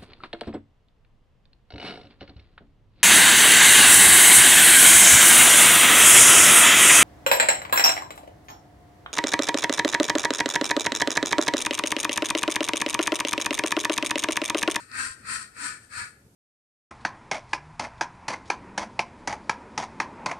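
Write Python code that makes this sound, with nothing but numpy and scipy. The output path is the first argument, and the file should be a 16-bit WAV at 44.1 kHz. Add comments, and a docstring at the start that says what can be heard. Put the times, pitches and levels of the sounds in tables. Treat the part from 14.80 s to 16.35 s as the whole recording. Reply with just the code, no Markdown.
"""A faint low throb, like a far engine idling, and still air sound throughout in a small room.
Close to the microphone a cloth starts lightly over a helmet's plastic visor, then wipes to and fro.
In four firm pushes, stick-slip friction rings the visor, the fibres hiss, the weave rasps and squeaks,
and the hand rumbles and bumps the shell. The cloth catches with a tick as the first two pushes begin;
a light return follows the first and third. The last push dies away in the room's short reverberation."""
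import sys
import numpy as np
from scipy import signal
from scipy.fft import rfft, irfft
from scipy.io import wavfile

SR = 44100
rng = np.random.default_rng(int(sys.argv[2]) if len(sys.argv) > 2 else 0)


def store_wav(level_fs):
    """Save 16-bit WAV to argv[1]."""
    pcm = np.round(np.clip(np.atleast_2d(level_fs), -1, 1) * 32767)
    wavfile.write(sys.argv[1], SR, pcm.T.astype(np.int16))


N = 68355
T, HZ = np.arange(N) / SR, np.arange(N + 1) * SR / (2 * N)


def undb(db):
    """Amplitude ratio of a level in decibels."""
    return 10 ** (np.asarray(db) / 20)


def colour(points):
    """Frequency response interpolated through (f/Hz, level/dB) points."""
    hz, db = np.array(points).T
    return undb(np.interp(np.log(HZ + 1), np.log(hz), db))


def filtered(x, response):
    """Linear filtering: the spectrum is multiplied by a response."""
    return irfft(rfft(x, 2 * N) * response)[..., :N]


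def unit(x):
    """Normalisation to rms 1."""
    return x / np.sqrt(np.mean(np.abs(x) ** 2))


def resonance(hz, width):
    """Response of a damped oscillator with a half-power width in Hz."""
    return 1j * HZ * width / (hz ** 2 - HZ ** 2 + 1j * HZ * width)


def flutter(db, hz):
    """Random amplitude modulation: low-passed noise moves the level by db rms."""
    return undb(db * unit(filtered(rng.standard_normal(N), 1 / (1 + (HZ / hz) ** 4))))


# spectrum of the throb: f/Hz, relative level/dB
THROB = [(25, -30), (45, -40), (68, 0.5), (90, -6), (115, 10), (160, -4), (210, 0.5), (310, -20), (450, -6),
         (700, -28), (1500, -42), (6000, -90)]
def throb(rate_hz=22.23, jitter_s=.0003, scatter_db=3, level_db=-65.5):
    """Dispersion: a nearly periodic pulse train is smeared in phase, as if by distance."""
    timing, strength = rng.standard_normal((60, 2)).T
    times = (np.arange(60) + .5) / rate_hz + jitter_s * timing
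    pulses = np.bincount(np.abs(times * SR).astype(int), undb(scatter_db * strength), N)[:N]
    smear = rfft(rng.standard_normal(N) * np.exp(-T / 0.013), 2 * N)
    return undb(level_db) * unit(filtered(pulses, colour(THROB) * smear / np.abs(smear)))


# spectrum of still air: f/Hz, relative level/dB
AIR = [(25, -12), (90, 1), (300, -3.5), (600, -11), (1200, -18.5), (3000, -24.5), (8000, -21),
       (12000, -21.5), (15000, -39)]
def still_air(level_db=-61):
    """Diffuse noise: coherence between the two microphone ports falls with frequency."""
    apart = np.minimum(HZ / 900, 1)
    common = filtered(rng.standard_normal(N), colour(AIR) * np.sqrt(1 - apart ** 2))
    separate = filtered(rng.standard_normal((2, N)), colour(AIR) * apart)
    return undb(level_db) * unit(common + separate)


def slips(per_s, scatter_db=2.0):
    """Stick-slip friction: dense random impulses of uneven size, drawn for each port."""
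    impulses = (rng.random((2, N)) < per_s / SR) * rng.choice([-1., 1.], (2, N))
    return unit(impulses * undb(scatter_db * rng.standard_normal((2, N))))


def stroke(peak, rise, fall, rise_power, fall_power, edge_db=-22):
    """Friction envelope: the level grows as the hand speeds up and falls as it eases off."""
    offset = np.abs(T - peak)
    drop = np.where(T < peak, (offset / rise) ** rise_power, (offset / fall) ** fall_power)
    return undb(edge_db * np.minimum(drop, 10))


# broad response of the visor: f/Hz, relative level/dB
VISOR = [(300, -32.5), (650, -28.5), (880, -19.5), (1130, -13.5), (1230, -4.5), (1500, -1), (1850, -0.5),
         (2080, -6.5), (2650, -6), (2830, -25), (3500, -31.5), (6000, -38.5)]
# modes of the visor: f/Hz, width/Hz, level/dB above the broad response
VISOR_MODES = [(1307, 29, 10), (1410, 55, 6), (1484, 38, 7), (1842, 26.4, 10.5), (2437, 52, 6),
               (2613, 64, 5)]
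def visor_body(force, tuning):
    """Modal superposition: slips drive visor modes that shift with the hand's hold."""
    modes = 1 + sum((undb(db) - 1) * resonance(hz * tuning, width) for hz, width, db in VISOR_MODES)
    return filtered(force, unit(colour(VISOR) * modes))


def ring(force, hz, width_hz):
    """Resonance: one lightly damped mode draws a pitch from a broadband force."""
    return filtered(force, unit(resonance(hz, width_hz)))


# spectrum of the fibre hiss: f/Hz, relative level/dB
FIBRES = [(1500, -39), (2850, -13.5), (3050, -9.5), (3500, -12), (4400, -7.5), (5400, -6), (6500, -10.5),
          (7600, -2), (8800, 1), (9500, -5.5), (10600, -18), (12500, -29), (15500, -38)]
def hiss_response(t60_s=0.062, ripple_db=3.3):
    """Modal overlap: the visor's many close upper modes ripple the fibres' hiss above 2 kHz."""
    modes = rfft(rng.standard_normal(N) * undb(-60 * T / t60_s), 2 * N)
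    ripple = undb(ripple_db * unit(modes) * np.sqrt(2) * np.clip(HZ / 2000 - 1, 0, 1))
    return unit(colour(FIBRES) * ripple)


def weave_rasp(force):
    """Band-limited friction noise: the coarser slips of the weave."""
    return filtered(force, unit(resonance(4450, width=970) ** 2))


# response of the helmet's shell: f/Hz, relative level/dB
SHELL = [(25, -42), (55, -3.5), (110, 4.5), (160, -4.5), (250, -4), (360, -12), (500, -10), (700, -28.5),
         (1500, -29), (6000, -80)]
def shell_rumble(force):
    """Forced vibration: the hand's drag shakes the shell at low frequencies."""
    return filtered(force, unit(colour(SHELL)))


# wipes: peak t/s, rise t/s, fall t/s, visor level/dB; hiss lag t/s, rise t/s, fall t/s, level/dB;
# then level/dB of shell rumble, low ring, main ring, shell note, rasp, squeak
WIPES = [(0.005, 0.017, 0.076, -44.5, .0, .05, 0.088, -46, -61.5, -75, -57, -69, -55, -73),
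         (0.214, 0.12, 0.13, -31, 0.022, 0.12, 0.12, -31.5, -53.5, -43, -34, -52, -42, -48),
         (0.385, 0.032, 0.12, -60.5, 0.015, 0.03, 0.034, -59, -62, -78, -69, -65, -91, -78),
         (0.528, 0.097, .14, -31.5, 0.00038, .082, 0.15, -31, -53, -43, -42, -55.5, -42, -42),
         (0.855, 0.11, 0.13, -32.5, .0, 0.095, 0.13, -31.5, -54.5, -48.5, -40, -51.5, -44.5, -47),
         (1.031, 0.024, 0.052, -57.5, .0, 0.043, 0.069, -53.5, -73, -73, -60, -73, -89, -70),
         (1.189, 0.086, 0.11, -32.5, .0, 0.089, 0.12, -36, -56, -50, -37.5, -61.5, -42.5, -50)]
# the hand's hold in each wipe: visor tuning ratio; f/Hz of low ring, main ring, squeak, shell note
HOLDS = [(1.0, 1043, 1782, 8460, 256), (1.0, 1043, 1568, 8790, 259), (1.0, 1043, 1826, 8460, 225),
         (1.005, 1047, 1319, 9065, 225), (.955, 996, 1490, 8540, 288), (.955, 996, 1736, 8700, 192),
         (.922, 972, 1444, 8655, 210)]
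def wiping(slips_per_s=8000):
    """Source and filter: the friction of each wipe excites visor, fibres, weave and shell."""
    grip = flutter(db=1, hz=22)
    coarse = slips(slips_per_s) * grip * flutter(db=0.75, hz=113)
    fine = slips(slips_per_s * 4) * grip * flutter(db=0.96, hz=300)
    weave = slips(slips_per_s) * grip
    drag = rng.standard_normal(N) + 0.11 * rng.standard_normal((2, N))
    hiss = hiss_response()
    out = 0
    for wipe, (tuning, low_hz, main_hz, squeak_hz, note_hz) in zip(WIPES, HOLDS):
        peak, rise, fall, visor_db, lag, hiss_rise, hiss_fall, hiss_db = wipe[:8]
        rumble_db, low_db, main_db, note_db, rasp_db, squeak_db = wipe[8:]
        push = stroke(peak, rise, fall, rise_power=2.57, fall_power=1.94)
        slide = stroke(peak + lag, hiss_rise, hiss_fall, rise_power=2.2, fall_power=1.74)
        press = push ** 1.82  # the clear rings need a firm press
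        out += undb(visor_db) * visor_body(coarse * push, tuning)
        out += undb(low_db) * ring(coarse * press, low_hz, width_hz=14.8)
        out += undb(main_db) * ring(coarse * press, main_hz, width_hz=10.4)
        out += undb(hiss_db) * filtered(fine * slide, hiss)
        out += undb(rasp_db) * weave_rasp(weave * push)
        out += undb(squeak_db) * ring(weave * press, squeak_hz, width_hz=44)
        out += undb(rumble_db) * shell_rumble(drag * push ** 0.53)
        out += undb(note_db) * ring(drag * press, note_hz, width_hz=14.5)
    return out


# catches of the cloth: t/s, level/dB, f/Hz
CATCHES = [(0.116, -36, 4740), (0.452, -38, 1530)]
def catches(decay_s=0.0013):
    """Release of static friction: a short tick where the cloth lets go of the plastic."""
    out = 0
    for time, db, hz in CATCHES:
        burst = rng.standard_normal((2, N)) * (T >= time) * np.exp(-np.abs(T - time) / decay_s)
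        out += undb(db) * filtered(burst, unit(resonance(hz, hz * 0.39) ** 2))
    return out


# soft bumps of the hand on the shell: t/s, level/dB, f/Hz
BUMPS = [(0.174, -48, 111), (0.263, -44, 86), (.305, -43.5, 76), (0.493, -52, 102), (0.58, -48, 81),
         (1.171, -43.5, 100), (1.216, -41, 98), (1.446, -48.5, 121)]
def bumps(decay_s=0.013):
    """Damped free vibration: the shell gives under the hand for a cycle or two."""
    out = 0
    for time, db, hz in BUMPS:
        age = np.maximum(T - time, 0)
        out += undb(db) * np.sin(2 * np.pi * hz * age) * np.exp(-age / decay_s)
    return out


# spectrum of the room's tail: f/Hz, relative level/dB
ROOM = [(150, -5), (1050, -6), (1400, 1), (2500, -0.5), (6000, -4), (9000, -0.5)]
def room(direct, t60_s=0.47):
    """Reverberation: a diffuse tail, different at each port, decays exponentially."""
    tail = rng.standard_normal((2, N)) * (T > .004) * undb(-60 * T / t60_s)
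    response = unit(rfft(tail, 2 * N)) * colour(ROOM)
    return direct + undb(-11.5) * filtered(direct, response)


# response at the far (right) port: f/Hz, level/dB
FAR_PORT = [(100, -4), (1300, -4.5), (2400, -6), (4400, -4), (6000, -8), (7500, -13.5), (9000, -22),
            (10200, -23), (12000, -11), (15000, -7)]
def scene():
    """Acoustic shadow: the wiping reaches the right port weaker and duller; throb and air add to both."""
    left, right = room(wiping() + catches() + bumps())
    return np.array([left, filtered(right, colour(FAR_PORT))]) + throb() + still_air()


def record(dry, cutoff_hz=15500):
    """Band limiting: a steep low-pass filter removes the highest treble."""
    return signal.sosfilt(signal.ellip(10, .2, 80, cutoff_hz, fs=SR, output="sos"), dry)


dry = scene()
out = record(dry)
store_wav(out)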